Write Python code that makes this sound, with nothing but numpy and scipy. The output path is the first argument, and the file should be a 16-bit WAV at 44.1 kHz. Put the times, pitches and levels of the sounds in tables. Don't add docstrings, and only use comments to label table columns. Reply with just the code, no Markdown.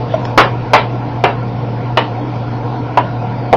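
import sys
import numpy as np
from scipy import signal
from scipy.fft import rfft, irfft, next_fast_len
from scipy.io import wavfile
from scipy.ndimage import uniform_filter1d, map_coordinates

SR = 44100
rng = np.random.default_rng(int(sys.argv[2]) if len(sys.argv) > 2 else 0)


def how_loud(loudness_db):
    steps = np.asarray(loudness_db, float) / 20
    return 10 ** steps


def generate_wav(signal):
    frames = np.transpose(np.atleast_2d(signal))
    scaled = np.clip(frames, -1, 1) * 32767
    pcm = np.round(scaled).astype(np.int16)
    wavfile.write(sys.argv[1], SR, pcm)


N = 156996


def unit(x):
    return x / np.sqrt(np.mean(x ** 2) + 1e-20)


def along(points, hz):
    f, value = np.transpose(points)
    return np.interp(np.log(hz + 1), np.log(f + 1), value)


def wobble(rate):
    knots = rng.standard_normal(int(N * rate / SR) + 4)
    return map_coordinates(knots, [np.arange(N) * rate / SR])


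def filtered(x, response):
    size = next_fast_len(len(x) + 8192)
    return irfft(rfft(x, size) * response(np.fft.rfftfreq(size, 1 / SR)), size)[:len(x)]


def rush(response, patchy_db):
    noise = signal.stft(rng.standard_normal(N), nperseg=512)[2]
    patches = uniform_filter1d(rng.standard_normal(noise.shape), size=6, axis=0)
    patches = unit(uniform_filter1d(patches, size=12, axis=1))
    air = signal.istft(noise * how_loud(patchy_db * patches), nperseg=512)[1][:N]
    return unit(filtered(air, response))


def ring(modes, t):
    total = 0
    for hz, db, t60 in modes:
        fade = how_loud(db + 1.7 * rng.standard_normal() - 60 * t / t60)
        total = total + fade * np.sin(2 * np.pi * hz * t + 0.5 * rng.standard_normal())
    return total


def room(x):
    # f/Hz, time to fall 60 dB t60/s
    decay = [(250, 0.23), (800, 0.25), (2500, 0.22), (6000, 0.23)]
    hz, t, noise = signal.stft(rng.standard_normal(SR // 2), SR, nperseg=256)
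    fade = how_loud(-60 * t / along(decay, hz)[:, None])
    tail = signal.istft(noise * fade, SR, nperseg=256)[1]
    delayed = np.pad(x, (round(0.006 * SR), 0))
    return signal.fftconvolve(delayed, tail / np.linalg.norm(tail))[:len(x)]


def blower():
    # t/s, level/dB
    nearness = [(0.0, -26.5), (1.15, -27.5), (2.09, -27.5), (2.88, -27.5), (3.04, -28), (3.56, -27)]
    # f/Hz, rms level/dB
    tones = [(119.75, -21), (237, -34), (57.6, -42)]
    # f/Hz, width/Hz, rms level/dB
    cabinet = [(142.7, 27, -30), (194.4, 3, -36), (289, 17, -31), (480, 60, -31.5), (724.5, 44, -30.5),
               (872, 17, -37), (950, 14, -35.5), (1057, 27, -40.5), (1357, 50, -43)]
    # f/Hz, level/dB per Hz
    rumble_colour = [(12, -65), (20, -10), (64, -18), (119, -2.5), (168, -13.5), (289, -9), (383, -13.5),
                     (870, -14.5), (1300, -32.5), (1690, -60.5), (2860, -120)]
    # f/Hz, level/dB per Hz
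    hiss_colour = [(650, -17), (1100, 13), (1190, -31), (1380, 9), (1440, 8.5), (1810, -4), (2350, 3),
                   (5730, -49.5), (7450, -59), (12600, -120)]

    t = np.arange(N) / SR
    level_db = np.interp(t, *np.transpose(nearness))
    level_db = level_db - level_db.mean()
    hum = 0
    for hz, db in tones:
        strength = np.sqrt(2) * how_loud(db + 0.3 * wobble(4))
        hum = hum + strength * np.sin(2 * np.pi * hz * t + 0.75 * wobble(10))
    air = 0
    for hz, width, db in cabinet:
        resonance = lambda f: 1j * f * width / (hz * hz - f * f + 1j * f * width)
        air = air + how_loud(db) * rush(resonance, patchy_db=3.34)
    rumble = how_loud(-27) * rush(lambda f: how_loud(along(rumble_colour, f)), patchy_db=1.5)
    hiss = how_loud(-39.5 + 0.6 * wobble(14)) * rush(lambda f: how_loud(along(hiss_colour, f)), patchy_db=4.4)
    return how_loud(0.4 * level_db) * hum + how_loud(level_db) * (air + rumble + hiss)


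def hand():
    # t/s, level/dB, 0 palm or 1 nail
    touches = [
        (0.1389, -5, 0),
        (.252, -16.5, 1),
        (2.358, -29.5, 1),
    ]
    # f/Hz, level/dB, t60/s
    palm_modes = [(633, 1, .09), (658, -4, 0.074), (800, -8.5, .05), (1020, -5, 0.045), (1386, -12.5, .04),
                  (2160, -14.5, .03), (2700, -24, .03), (4600, -31.5, .04), (5750, -27, 0.047)]
    # f/Hz, level/dB, t60/s
    tick_modes = [(950, 3.5, .015), (1723, 5, 0.012), (2500, -9, 0.0046), (3100, -2, .012), (4220, -6, .01),
                  (5300, -0.5, 0.0041), (7130, 8, .012)]
    # t/s, level/dB
    slide = [(0, -76.5), (.1, -33), (.2, -36.5), (.26, -58), (.3, -90)]
    # f/Hz, level/dB per Hz
    slide_colour = [(900, -68.5), (1600, -2), (2200, 5), (3500, -9), (5800, -22), (7000, -48.5)]

    out, t = np.zeros(N + SR), np.arange(SR // 2) / SR
    for start_s, db, nail in touches:
        if nail > 0.5:
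            snap = how_loud(3 - 60 * t / 0.023) * rng.standard_normal(len(t))
            touch = (ring(tick_modes, t) + snap) * (1 - np.exp(-t / 0.0008))
        else:
            touch = ring(palm_modes, t) * (1 - np.exp(-t / 0.0024))
        out[round(start_s * SR):][:len(t)] += how_loud(db) * (touch + how_loud(-11) * room(touch))
    brush = rush(lambda f: how_loud(along(slide_colour, f)), patchy_db=6)
    return out[:N] + how_loud(np.interp(np.arange(N) / SR, *np.transpose(slide))) * brush


def blows(rows, focus_db, frame_db):
    # f/Hz, level/dB, t60/s
    frame_modes = [(308, 8.5, 0.16), (418.5, 0, 0.13), (537, 1.5, 0.037), (622.5, -3, 0.055),
                   (695.6, -0.5, .045), (755, -0.2, .045), (899, 2.4, 0.053), (974, -0.5, 0.062),
                   (1144, -9.5, 0.024), (1344, 8, 0.017), (1587, -4.5, 0.059)]
    # f/Hz, level/dB, t60/s
    puck_modes = [(1860, -7, 0.012), (2360, -17.5, 0.0054), (2960, -9, .01), (3870, -10.5, .008),
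                  (4540, -10.5, 0.005)]
    # f/Hz, level/dB per Hz
    shake_colour = [(150, -45), (250, -12.5), (469, 1), (891, -1), (1880, -10.5), (2900, -13),
                    (4650, -32.5), (5730, -39.5), (7450, -67), (12600, -120)]

    out, t = np.zeros(N + SR), np.arange(SR // 2) / SR
    rise = 1 - np.exp(-t / 0.00091)
    for start_s, db, favoured_hz, bright_db, room_db in rows:
        colour = lambda f: how_loud(along(shake_colour, f) + bright_db / (1 + (1500 / (f + 1)) ** 4))
        shake = how_loud(-4 - 60 * t / 0.1) * unit(filtered(rng.standard_normal(len(t)), colour))
        frame = [(hz, g - focus_db * np.log2(hz / favoured_hz) ** 2, t60) for hz, g, t60 in frame_modes]
        knock = how_loud(frame_db) * ring(frame, t) * rise
        rattle = (how_loud(bright_db) * ring(puck_modes, t) + shake) * rise
        answer = room(rattle + how_loud(-1) * knock)
        blow = knock + rattle + how_loud(room_db - 3.5) * answer
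        out[round(start_s * SR):][:len(t)] += how_loud(db + 2.5) * blow
    return out[:N]


def puck():
    # t/s, level/dB, favoured pitch f/Hz, brightness/dB, room level/dB
    knocks = [
        (1.239, 0.5, 691, -0.5, 0.7),
        (2.973, -3.5, 923, -3.5, -1.5),
        (3.528, 1.5, 600, -16, 0),
    ]
    # t/s, level/dB, favoured pitch f/Hz, brightness/dB, room level/dB
    cracks = [
        (.376, 6.5, 800, 2, 2.4),
        (.734, 4.5, 950, 4, 2.2),
        (1.972, -0.5, 803, 5, -1.5),
    ]
    return blows(knocks, focus_db=37, frame_db=0.5) + blows(cracks, focus_db=12.5, frame_db=-7)


def scene():
    return (blower() + puck() + hand())[None]


def clipped(x, top):
    hardness = 48
    return x / (1 + np.abs(x / top) ** hardness) ** (1 / hardness)


def starved(x, size=2048):
    # f/Hz, step/dB
    coarse = [(2400, -25), (3000, 1), (3700, 9), (5000, 10), (6000, 10), (7000, 12)]
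    k, n = np.arange(size // 10, size // 3), np.arange(2 * size)
    window = np.sin(np.pi * (n[:, None] + 0.5) / (2 * size))
    basis = window * np.cos(np.pi / size * np.outer(n + 0.5 + size / 2, k + 0.5))
    at = np.arange(N // size + 2)[:, None] * size + n
    lines = np.pad(x, (size, 3 * size))[at] @ basis
    band = np.sqrt(np.abs(uniform_filter1d(lines ** 2, size=24, axis=1))) + 1e-9
    chance = rng.standard_normal((len(lines), len(k) // 12 + 1))
    chance = np.repeat(chance, 12, axis=1)[:, :len(k)]
    step = band * how_loud(along(coarse, (k + 0.5) * SR / (2 * size)) + 4 * chance)
    rounded = np.sign(lines) * np.floor(np.abs(lines) / step + 0.53) * step
    loud = np.linalg.norm(lines, axis=1)
    calm = loud < 1.4 * np.append(loud[0], loud[:-1])
    error = ((rounded - lines) * calm[:, None]) @ basis.T * 2 / size
    return x + np.bincount(at.ravel(), error.ravel())[size:size + N]


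def top_cut(x):
    return signal.sosfilt(signal.butter(12, 7100, fs=SR, output="sos"), x)


def record(dry):
    # f/Hz, level/dB
    treble_loss = [(100, 0), (5000, 0), (5800, -6), (6500, -15), (7500, -36), (20000, -70)]
    overloaded = clipped(dry[0], top=1.6)
    dulled = filtered(overloaded, lambda f: how_loud(along(treble_loss, f)))
    mix = np.clip(starved(dulled), -1, 1)[None]
    return top_cut(mix)


dry = scene()
out = record(dry)
generate_wav(out)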